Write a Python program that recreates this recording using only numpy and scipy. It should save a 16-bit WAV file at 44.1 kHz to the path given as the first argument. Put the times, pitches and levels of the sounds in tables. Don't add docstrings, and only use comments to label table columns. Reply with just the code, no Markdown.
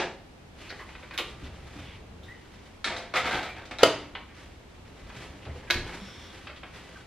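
import sys
import numpy as np
from scipy import signal
from scipy.fft import rfft, irfft, next_fast_len
from scipy.io import wavfile

SR = 44100
rng = np.random.default_rng(int(sys.argv[2]) if len(sys.argv) > 2 else 0)


def output_pcm(signal):
    pcm = np.clip(np.atleast_2d(signal).T, -1, 1) * 32767
    wavfile.write(sys.argv[1], SR, np.round(pcm).astype(np.int16))


N = 311346
T = np.arange(N) / SR

# (time [s], level [dB], chatter t60 [s], brightness [dB/octave])
END_CLANKS = [(3.8315, -18.5, 0.022, 1), (3.8327, -17.5, 0.023, 5.5), (3.835, -14.5, 0.023, 2),
              (3.858, -28, 0.11, -4)]
# (frequency [Hz], level [dB], t60 [s])
TRAY_RING = [(515, 11, 0.41), (692, 2.5, 0.7), (740, 8, 0.5), (757, -2, 0.26), (940, 6.5, 0.25),
             (1310, 2, 0.15), (1280, 4, .2), (1400, 4, 0.19), (1570, 4, 0.16), (1850, -13, .2),
             (2110, 1, 0.3), (3100, -9, .25), (3600, -11, .25)]
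# (frequency [Hz], level [dB/Hz])
TRAY_SPECTRUM = [(60, -3.5), (150, -6), (330, -1), (520, -2), (720, 2), (1050, -2.5), (1300, -1),
                 (2100, -1), (2900, -6.5), (3800, -9), (5200, -17), (8000, -24.5), (13000, -42),
                 (15000, -42)]
# (start [s], length [s], friction [dB], treble gain [dB])
TRAY_SHOVES = [(2.841, 0.088, -36, -1), (3.134, 0.023, -37, 12.5), (3.228, 0.13, -33.5, 4),
               (3.549, 0.019, -42, -12), (3.81, 0.025, -43, 13.5)]
SHOVE_ATTACK_S, SHOVE_T60_S = 0.019, 0.65
# (time [s], level [dB], brightness [dB/octave])
CASING_JOLTS = [(1.419, -36, 3.5), (1.756, -42, 10), (5.331, -49, 7.5), (5.458, -28, -6),
                (5.741, -25.5, -16)]


def from_db(db):
    return 10 ** (np.asarray(db) / 20)


def unit_energy(x):
    return x / np.sqrt(np.mean(np.sum(x ** 2, axis=-1)) + 1e-20)


def at_hz(points, hz):
    known_hz, values = np.transpose(points)
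    return np.interp(np.log(np.maximum(hz, 1)), np.log(known_hz), values)


def add(out, s, sound):
    start = max(round(s * SR), 0)
    out[..., start:start + sound.shape[-1]] += sound[..., :N - start]


def through(x, response):
    return signal.fftconvolve(np.atleast_2d(x), np.atleast_2d(response), axes=-1)[:, :x.shape[-1]]


def pulse(colour, tilt_db=0, size=8192):
    hz = np.fft.rfftfreq(size, 1 / SR)
    level_db = at_hz(colour, hz) + tilt_db * np.log2(np.clip(hz, 250, 5000))
    bass_cut = 1 + (.7 * colour[0][0] / np.maximum(hz, 1)) ** 4
    cepstrum = irfft(np.log(from_db(level_db) / np.sqrt(bass_cut)))
    cepstrum[1:size // 2] *= 2
    cepstrum[size // 2 + 1:] = 0
    return unit_energy(irfft(np.exp(rfft(cepstrum)))[:size // 2])


def air_noise(size):
    # (frequency [Hz], side minus mid [dB])
    side_minus_mid = [(60, -52), (170, -45), (350, -40), (700, -26.5), (1400, -22), (2800, -18.5),
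                      (4800, -4), (7300, 6), (11000, 6)]
    padded = next_fast_len(size)
    apart = from_db(at_hz(side_minus_mid, np.fft.rfftfreq(padded, 1 / SR)))
    mid, side = rfft(rng.standard_normal((2, padded)))
    spectra = (mid + apart * side * [[1], [-1]]) / np.sqrt(1 + apart ** 2)
    return irfft(spectra, padded)[:, :size]


def flutter(per_s, depth_db):
    chance = np.clip(rng.standard_normal(N // 20), -3, 1.5)
    gain = from_db(depth_db * np.interp(T * per_s, np.arange(N // 20), chance))
    return gain / np.sqrt(np.mean(gain ** 2))


def dying(t60):
    return from_db(-60 * T[:SR] / max(t60, .002))


def stroke(s, length, attack_s, t60, t=T):
    return np.clip((t - s) / attack_s, 0, 1) * from_db(-60 * np.clip((t - s - length) / t60, 0, 2))


def strokes(rows, attack_s, t60):
    return np.max([from_db(db) * stroke(s, length, attack_s, t60) for s, length, db in rows], axis=0)


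def ringing(modes, s=0, tilt_db=0, scatter_db=0.0):
    t = T[:SR]
    ring = 0
    for hz, db, t60 in modes:
        mode_db = db + tilt_db * np.log2(hz / modes[0][0]) + scatter_db * rng.standard_normal()
        ring = ring + from_db(mode_db) * dying(t60) * np.sin(2 * np.pi * hz * (s + t))
    onset = 1 - np.exp(-t / .0005)
    return unit_energy(onset * ring)


def with_chatter(rows, chatter_t60):
    return [(s, db, chatter_t60, tilt_db) for s, db, tilt_db in rows]


def blows(rows, colour, modes, click_db, ring_db, room_db):
    ring_tilt_share = 0.58
    cracks, rings = np.zeros((2, 2, N))
    for s, level_db, chatter_t60, tilt_db in rows:
        strength = from_db(level_db) * np.sqrt(SR / 100)
        contact = unit_energy(air_noise(SR // 4) * dying(chatter_t60)[:SR // 4])
        contact[:, 0] += from_db(click_db)
        add(cracks, s, strength * unit_energy(through(contact, pulse(colour, tilt_db))))
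        add(rings, s, strength * ringing(modes, s, ring_tilt_share * tilt_db))
    return cracks + from_db(ring_db) * rings + from_db(room_db) * kitchen(cracks)


def rub_tones(rows, attack_s, t60):
    out, t = np.zeros(N), T[:SR]
    for s, level_db, hz, glide_hz_per_s, width_hz, length in rows:
        jitter_hz = np.sqrt(width_hz * SR / (2 * np.pi)) * rng.standard_normal(SR)
        glide_hz = glide_hz_per_s * np.minimum(t, length + t60 / 4)
        phase = 2 * np.pi * np.cumsum(hz + glide_hz + jitter_hz) / SR
        tone = np.sqrt(2) * np.sin(phase)
        add(out, s, from_db(level_db) * tone * stroke(0, length, attack_s, t60, t))
    return out


def hum():
    # (frequency [Hz], level [dB/Hz])
    hum_spectrum = [(20, -13.5), (45, -4.5), (72, -0.5), (103, -7.5), (160, -11.5), (250, -12.5),
                    (400, -24), (800, -21.5), (2000, -43), (5000, -42.5), (15000, -48)]
    hum_db = -51
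    return from_db(hum_db) * through(air_noise(N), pulse(hum_spectrum))


def kitchen(x, buildup_s=0.0026):
    # (frequency [Hz], t60 [s])
    room_decay = [(100, 0.75), (400, 0.52), (1500, 0.4), (4000, 0.43), (8000, 0.34), (14000, 0.14)]
    noise, tail = rfft(air_noise(SR)), 0
    hz = np.fft.rfftfreq(SR, 1 / SR)
    for centre_hz, t60 in room_decay:
        share = at_hz([(f, float(f == centre_hz)) for f, _ in room_decay], hz)
        tail = tail + irfft(noise * share) * dying(t60)
    buildup = 1 - np.exp(-(T[:SR] / buildup_s) ** 2)
    return through(x, unit_energy(tail * buildup))


def cloth():
    # (start [s], length [s], rustle [dB])
    cook_moves = [(.53, 0.25, -50.5), (.72, 0.58, -53), (1.372, 0.075, -50.5), (1.477, 0.22, -53),
                  (1.72, 0.07, -47.5), (2.05, 0.66, -57.5), (4.331, 0.042, -50), (4.615, 0.81, -53),
                  (5.008, 0.24, -49), (5.38, 0.39, -55), (5.722, 0.28, -45), (5.93, 0.49, -49),
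                  (6.616, 0.34, -50.5)]
    # (frequency [Hz], level [dB/Hz])
    cloth_spectrum = [(100, 4), (400, 1.5), (800, -2), (2000, -0.5), (3600, -5), (5000, -10), (8000, -16),
                      (12000, -23.5), (15000, -37)]
    attack_share, t60_s = 0.38, 1.0
    motion = np.max([from_db(db) * stroke(s, length, attack_share * length, t60_s)
                     for s, length, db in cook_moves], axis=0)
    folds = flutter(per_s=150, depth_db=2.5)
    sways = flutter(per_s=24, depth_db=3.5)
    return through(air_noise(N) * folds * sways * motion, pulse(cloth_spectrum))


def scuffs():
    # (time [s], level [dB], centre [Hz], width [octaves], length [s])
    scuff_rows = [(0.615, -57, 2530, 0.25, 0.073), (0.695, -47, 1950, 0.13, 0.032),
                  (0.69, -47.5, 4400, 0.47, .02), (0.79, -46.5, 1910, 0.39, 0.025),
                  (0.945, -64, 3100, 0.24, 0.0091), (1.023, -51, 2200, 0.3, 0.026),
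                  (1.112, -56, 2150, 0.36, .035), (1.434, -52.5, 2800, 1, 0.035),
                  (1.789, -53.5, 2580, 0.85, 0.17), (4.148, -41, 2920, .3, 0.007),
                  (4.286, -55.5, 1730, 1, 0.035), (5.862, -54, 2700, 0.56, .02),
                  (5.877, -48, 1130, 0.96, 0.021), (5.922, -49, 1900, .6, 0.026),
                  (5.999, -57, 3490, 0.22, 0.31), (5.421, -53, 2590, 0.63, 0.017),
                  (5.49, -53, 2000, .3, 0.018), (5.672, -49, 1870, 0.77, .015),
                  (6.559, -49.5, 2700, 1, 0.017)]
    attack_s, t60_s = 0.003, 0.079
    out = np.zeros((2, N))
    for s, level_db, hz, octaves, length in scuff_rows:
        edges_hz = hz * 2 ** (np.array([-.5, .5]) * np.clip(octaves, .02, 2))
        band = signal.butter(2, edges_hz, "band", fs=SR, output="sos")
        rub = signal.sosfilt(band, air_noise(SR))
        add(out, s, from_db(level_db) * rub / rub.std() * stroke(0, length, attack_s, t60_s, T[:SR]))
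    return out


def squeaks_and_swish():
    # (time [s], level [dB], pitch [Hz], glide [Hz/s], width [Hz], length [s])
    tone_rows = [(0.797, -47.5, 1107, 0, 90, 0.026), (1.133, -48, 1627, 0, 250, 0.027),
                 (2.23, -53, 3600, 0, 350, 0.0088), (2.281, -48.5, 1834, 3800, 55.3, 0.035),
                 (5.998, -60, 5450, 200, 200, 0.28), (6.055, -58, 5420, -2, 220, 0.05),
                 (6.955, -48, 1512, -1000, 50.6, 0.0064)]
    return rub_tones(tone_rows, attack_s=0.004, t60=0.15)


def thuds():
    # (time [s], level [dB], pitch [Hz], t60 [s])
    single_thuds = [(1.185, -36, 355.5, 0.24), (3.8317, 6, 500, 0.02), (5.555, -37, 496, 0.092),
                    (5.702, -36, 352, 0.59), (5.745, -27, 25.8, 0.39), (6.015, -34.5, 198, 0.23)]
    # (frequency [Hz], level [dB], t60 [s])
    casing_ring = [(73, -6, 0.49), (120.7, -9, 0.52), (198, -9, 0.062), (292, -15.5, 0.22)]
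    rise_cycles = 0.62
    out, t = np.zeros(N), T[:SR]
    casing = [(s, db + mode_db + tilt_db * np.log2(hz / casing_ring[0][0]), hz, t60)
              for s, db, tilt_db in CASING_JOLTS for hz, mode_db, t60 in casing_ring]
    for s, level_db, hz, t60 in list(single_thuds) + casing:
        swell = 1 - np.exp(-t * hz / rise_cycles)
        add(out, s, from_db(level_db) * swell * dying(t60) * np.sin(2 * np.pi * hz * t))
    return out


def swing():
    # (start [s], length [s], rumble [dB])
    door_swings = [(1.24, 1, -51.5), (4.85, 0.89, -52.5)]
    # (frequency [Hz], level [dB/Hz])
    swing_spectrum = [(30, -4.5), (70, 4.5), (130, -3.5), (250, -10), (480, -14), (800, -17.5), (2000, -34),
                      (8000, -95)]
    jolt_rumble_db, jolt_attack_s, jolt_t60_s = -9.5, 0.011, 0.64
    travel = strokes(door_swings, attack_s=0.028, t60=0.98)
    jolt_rows = [(s, jolt_attack_s, db + jolt_rumble_db) for s, db, _ in CASING_JOLTS]
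    shudder = strokes(jolt_rows, jolt_attack_s, jolt_t60_s)
    return through(air_noise(N) * np.hypot(travel, shudder), pulse(swing_spectrum))


def stove_knocks():
    # (time [s], level [dB], brightness [dB/octave])
    knock_rows = [(.89, -47, -0.5), (.951, -43.5, 1.5), (1.03, -46, -0.5), (1.11, -41.5, 1.5),
                  (4.152, -35.5, 0), (5.101, -45.5, -1.5), (5.452, -47.5, 6), (5.56, -51, 0),
                  (5.631, -49, -5), (6.4705, -39, 3.5), (6.497, -43, 0), (6.6325, -40.5, -0.5),
                  (6.7617, -49.5, 8)]
    # (frequency [Hz], level [dB/Hz])
    knock_spectrum = [(150, -11.5), (500, 2.5), (1100, 1.5), (1850, 2.5), (2400, 2.5), (3050, -4.5),
                      (3600, -7.5), (5000, -17.5), (8000, -50), (15000, -65)]
    rows = with_chatter(knock_rows, chatter_t60=0.072)
    return blows(rows, knock_spectrum, TRAY_RING, click_db=-23, ring_db=-33, room_db=-2.5)


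def worktop_knocks():
    # (time [s], level [dB], chatter t60 [s], brightness [dB/octave])
    worktop_rows = [(0.0, -23, 0.21, -2.5), (0.018, -29, 0.31, -3.5)]
    # (frequency [Hz], level [dB/Hz])
    worktop_spectrum = [(60, -21), (180, -14), (430, -4.5), (700, -1.5), (1100, -8.5), (1600, -3),
                        (2500, -5.5), (4000, -9.5), (6000, -15), (9000, -26.5), (14000, -56)]
    return blows(worktop_rows, worktop_spectrum, TRAY_RING, click_db=-23, ring_db=-27, room_db=-7.0)


def hinge_snaps():
    # (time [s], level [dB], chatter t60 [s], brightness [dB/octave])
    snap_rows = [(1.138, -43, 0.12, 1.5), (1.1772, -29.5, 0.044, 6), (1.186, -27, 0.075, 3),
                 (1.197, -34.5, 0.078, -1)]
    # (frequency [Hz], level [dB/Hz])
    hinge_spectrum = [(150, -20), (350, 7), (700, -2), (1200, 0), (1600, -7), (2300, -0.5), (3100, -5.5),
                      (3450, -4), (3850, -3), (4300, -12), (5000, -14.5), (7000, -22), (9500, -28),
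                      (11000, -20), (15000, -31)]
    # (frequency [Hz], level [dB], t60 [s])
    hinge_ring = [(955, -13, .5), (1195, -2, 0.2), (1185, 0, 0.57), (1400, -5, 0.47), (1720, -18, 0.58),
                  (2020, -4, 0.31), (2190, 3, 0.23), (2330, -2, 0.23), (2503, -4, 0.21), (2579, -4, 0.24),
                  (2885, 2, 0.14), (3090, 5, 0.09), (3550, -7, .15), (3870, 3, 0.08)]
    return blows(snap_rows, hinge_spectrum, hinge_ring, click_db=-30, ring_db=-9.5, room_db=-5.5)


def door_contacts():
    # (time [s], level [dB], chatter t60 [s], brightness [dB/octave])
    contact_rows = [(0.703, -40.5, 0.074, 0.5), (0.724, -42.5, 0.036, -7.5), (5.7017, -23.5, 0.026, 2),
                    (5.7075, -22, 0.02, 9.5), (5.713, -35, 0.03, -0.5), (5.727, -48, 0.025, 11),
                    (5.742, -36, 0.04, 14), (5.865, -45, 0.08, -7.5), (5.893, -42, 0.081, -6),
                    (5.94, -44.5, 0.077, -7)]
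    # (frequency [Hz], level [dB/Hz])
    door_spectrum = [(150, -16), (400, 1), (900, 0), (1250, -1.5), (1650, 5.5), (2300, 4.5), (2750, -4.5),
                     (3300, -9.5), (3850, -2), (4350, -9), (5100, -18.5), (6200, -19.5), (7700, -29.5),
                     (11000, -30), (15000, -30)]
    # (frequency [Hz], level [dB], t60 [s])
    door_ring = [(942, -15, 1), (1160, -8, 0.47), (1480, 13, 0.068), (1660, 12, 0.095), (1830, 0, 0.065),
                 (2000, -3, 0.086), (2180, 16, 0.053), (2510, -17, 0.18), (3020, 5, 0.083),
                 (3200, -16, .35), (3500, -21, 0.34), (4150, 11, 0.043), (3840, 13, 0.05), (4570, -10, 0.2),
                 (5040, -8, 0.12), (5170, -10, .15)]
    return blows(contact_rows, door_spectrum, door_ring, click_db=-16.0, ring_db=-4.5, room_db=-4)


def grates():
    # (time [s], level [dB], pitch [Hz], glide [Hz/s], width [Hz], length [s])
    grate_rows = [(2.9, -62, 2245, 0, 300, 0.021), (2.96, -52, 3840, 0, 160, .022),
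                  (3.145, -33.5, 1246, 397, 40.5, 0.031), (3.163, -29, 2022, 2, 120, 0.011),
                  (3.168, -48, 3550, 2, 200, 0.014), (3.25, -41.5, 1300, -300, 70, 0.041),
                  (3.262, -38, 2150, 0, 150, 0.02), (3.315, -33, 1572, 298, 50, 0.015),
                  (3.325, -37.5, 965, -2400, 70, 0.062), (3.42, -44.5, 1310, 2, 150, 0.037),
                  (3.485, -43, 2350, 2, 120, 0.012), (3.565, -52, 1750, -2500, 90, 0.033)]
    return rub_tones(grate_rows, attack_s=0.0052, t60=0.175)


def wire_ticks(per_s, spread_db, ring_db, scatter_db, chatter_t60):
    out = np.zeros((2, N))
    friction = strokes([row[:3] for row in TRAY_SHOVES], SHOVE_ATTACK_S, SHOVE_T60_S)
    click = pulse(TRAY_SPECTRUM)
    chance = rng.random((80, 3))
    times = TRAY_SHOVES[0][0] + np.cumsum(.2 + 1.6 * chance[:, 0]) / per_s
    ticks = []
    for _ in range(6):
        chatter = air_noise(SR // 2) * dying(chatter_t60)[:SR // 2]
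        ring = ringing(TRAY_RING, scatter_db=scatter_db)[:SR // 2]
        ticks.append(unit_energy(through(chatter, click)) + from_db(ring_db) * ring)
    for k, (s, (_, size, sign)) in enumerate(zip(times, chance)):
        if s < END_CLANKS[0][0]:
            strength = friction[round(s * SR)] * from_db(-spread_db * size) * np.sqrt(SR / per_s)
            add(out, s, np.sign(sign - .5) * strength * ticks[k % len(ticks)])
    return out


def scrape(slips_per_s, rough_db, ring_db):
    shoves = np.array([from_db(db) * stroke(s, length, SHOVE_ATTACK_S, SHOVE_T60_S)
                       for s, length, db, _ in TRAY_SHOVES])
    friction = shoves.max(axis=0)
    treble_db = np.array(TRAY_SHOVES)[:, 3] @ shoves ** 2 / (np.sum(shoves ** 2, axis=0) + 1e-20)
    slips = flutter(slips_per_s, rough_db)
    judder = flutter(per_s=49, depth_db=1.5)
    grains = air_noise(N) * slips * judder * friction
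    sound = through(grains, pulse(TRAY_SPECTRUM)) + from_db(ring_db) * through(grains, ringing(TRAY_RING))
    treble = signal.sosfilt(signal.butter(1, 1500, "high", fs=SR, output="sos"), sound)
    return sound + (from_db(treble_db) - 1) * treble


def rim_hits():
    # (time [s], level [dB], chatter t60 [s], brightness [dB/octave])
    rim_rows = [(2.8435, -30.5, 0.027, 1.5), (2.965, -42.5, 0.06, 5), (3.7855, -41.5, 0.02, 5),
                (3.791, -39, 0.025, -3.5)]
    # (frequency [Hz], level [dB/Hz])
    rim_spectrum = [(150, -9), (500, -6), (1100, -5), (1750, 3), (2400, -2.5), (3000, -10.5), (3750, -2.5),
                    (4150, -5), (4550, -11), (5300, -10.5), (7000, -18), (10000, -27), (15000, -42)]
    # (frequency [Hz], level [dB], t60 [s])
    rim_ring = [(1380, 3.5, 0.15), (1610, -5, 0.2), (1830, -2, .05), (2150, 0, .06), (2340, -2, .18),
                (3280, -1, 0.16), (3607, -6, 0.13), (3670, 2, .08), (3730, 12, 0.035), (3960, 7, 0.07),
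                (4080, -4, .1), (4791, -14, 0.34)]
    return blows(rim_rows, rim_spectrum, rim_ring, click_db=-21, ring_db=1.5, room_db=4.0)


def tray_rattle():
    # (time [s], level [dB], brightness [dB/octave])
    tap_rows = [(2.875, -37, 1.5), (2.925, -38, -1), (3.139, -26.5, -0.5), (3.158, -27.5, 4),
                (3.171, -27.5, 0.5), (3.256, -29.5, 0.5), (3.269, -42, 1), (3.309, -31.5, 1),
                (3.332, -29.5, -0.5), (3.349, -39, -1), (3.371, -40, -1), (3.429, -34.5, 2),
                (3.5655, -45, 0), (3.655, -46.5, 7), (3.711, -34.5, 0.5), (3.808, -33, 0), (3.822, -31, 1)]
    rows = with_chatter(tap_rows, chatter_t60=0.12)
    return blows(rows, TRAY_SPECTRUM, TRAY_RING, click_db=-13.5, ring_db=-9, room_db=-4.5)


def clank():
    # (frequency [Hz], level [dB/Hz])
    rack_spectrum = [(60, -36), (120, -11), (220, -13), (290, -2), (420, -6.5), (620, -4.5), (860, -9.5),
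                     (1250, -11), (1450, -10), (2000, -14), (2500, -19.5), (3050, -14.5), (3600, -25),
                     (4250, -19.5), (5500, -29), (8600, -35.5), (15000, -44)]
    # (frequency [Hz], level [dB], t60 [s])
    rack_ring = [(279.3, -5, 0.25), (293, -7, 1), (326, -3, 0.17), (412.4, -2, 0.28), (472, 9, 0.088),
                 (507, 7.5, 0.23), (542, 4.5, 0.2), (636, 4, 0.35), (652, 0, 0.3), (672, 6.5, 0.22),
                 (732, -15, 0.22), (860, -9, 0.38), (1103, -16, 0.79), (1125, -8, 0.25), (1415, 14, 0.06),
                 (1424, -6, 0.26), (1743, -13, 0.17), (2090, -3.5, 0.16), (2450, -19, .18),
                 (2800, -20, 0.23), (3075, -2, 0.17), (3350, 2, 0.084), (4400, -5, 0.1)]
    return blows(END_CLANKS, rack_spectrum, rack_ring, click_db=-13.5, ring_db=-7.0, room_db=-6.0)


def scene():
    low = thuds() + from_db(2.0) * swing()
    slide = from_db(-2.5) * scrape(slips_per_s=600, rough_db=4.0, ring_db=-10.5)
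    ticks = wire_ticks(per_s=55, spread_db=13, ring_db=-5, scatter_db=8, chatter_t60=0.024)
    slide = slide + from_db(-3.0) * ticks + grates()
    rubbing = slide + from_db(-1.0) * cloth() + scuffs() + squeaks_and_swish()
    rubbing = rubbing + from_db(-6.0) * kitchen(rubbing)
    cook_and_door = stove_knocks() + worktop_knocks() + hinge_snaps() + door_contacts()
    tray = rim_hits() + tray_rattle() + clank()
    return hum() + low + rubbing + cook_and_door + tray


def record(dry):
    # (frequency [Hz], level [dB/Hz])
    hiss_spectrum = [(35, -46), (60, -30), (151, -1.5), (186, -6), (372, 1.5), (633, -7.5), (1670, -10.5),
                     (2420, -12), (3050, -13.5), (8040, -26.5), (10400, -32), (15000, -46)]
    hiss_db, cutoff_hz = -54.5, 15000
    hiss = from_db(hiss_db) * through(rng.standard_normal((2, N)), pulse(hiss_spectrum))
    lowpass = signal.ellip(10, .1, 80, cutoff_hz, fs=SR, output="sos")
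    return signal.sosfilt(lowpass, np.clip(dry + hiss, -1, 1))


dry = scene()
out = record(dry)
output_pcm(out)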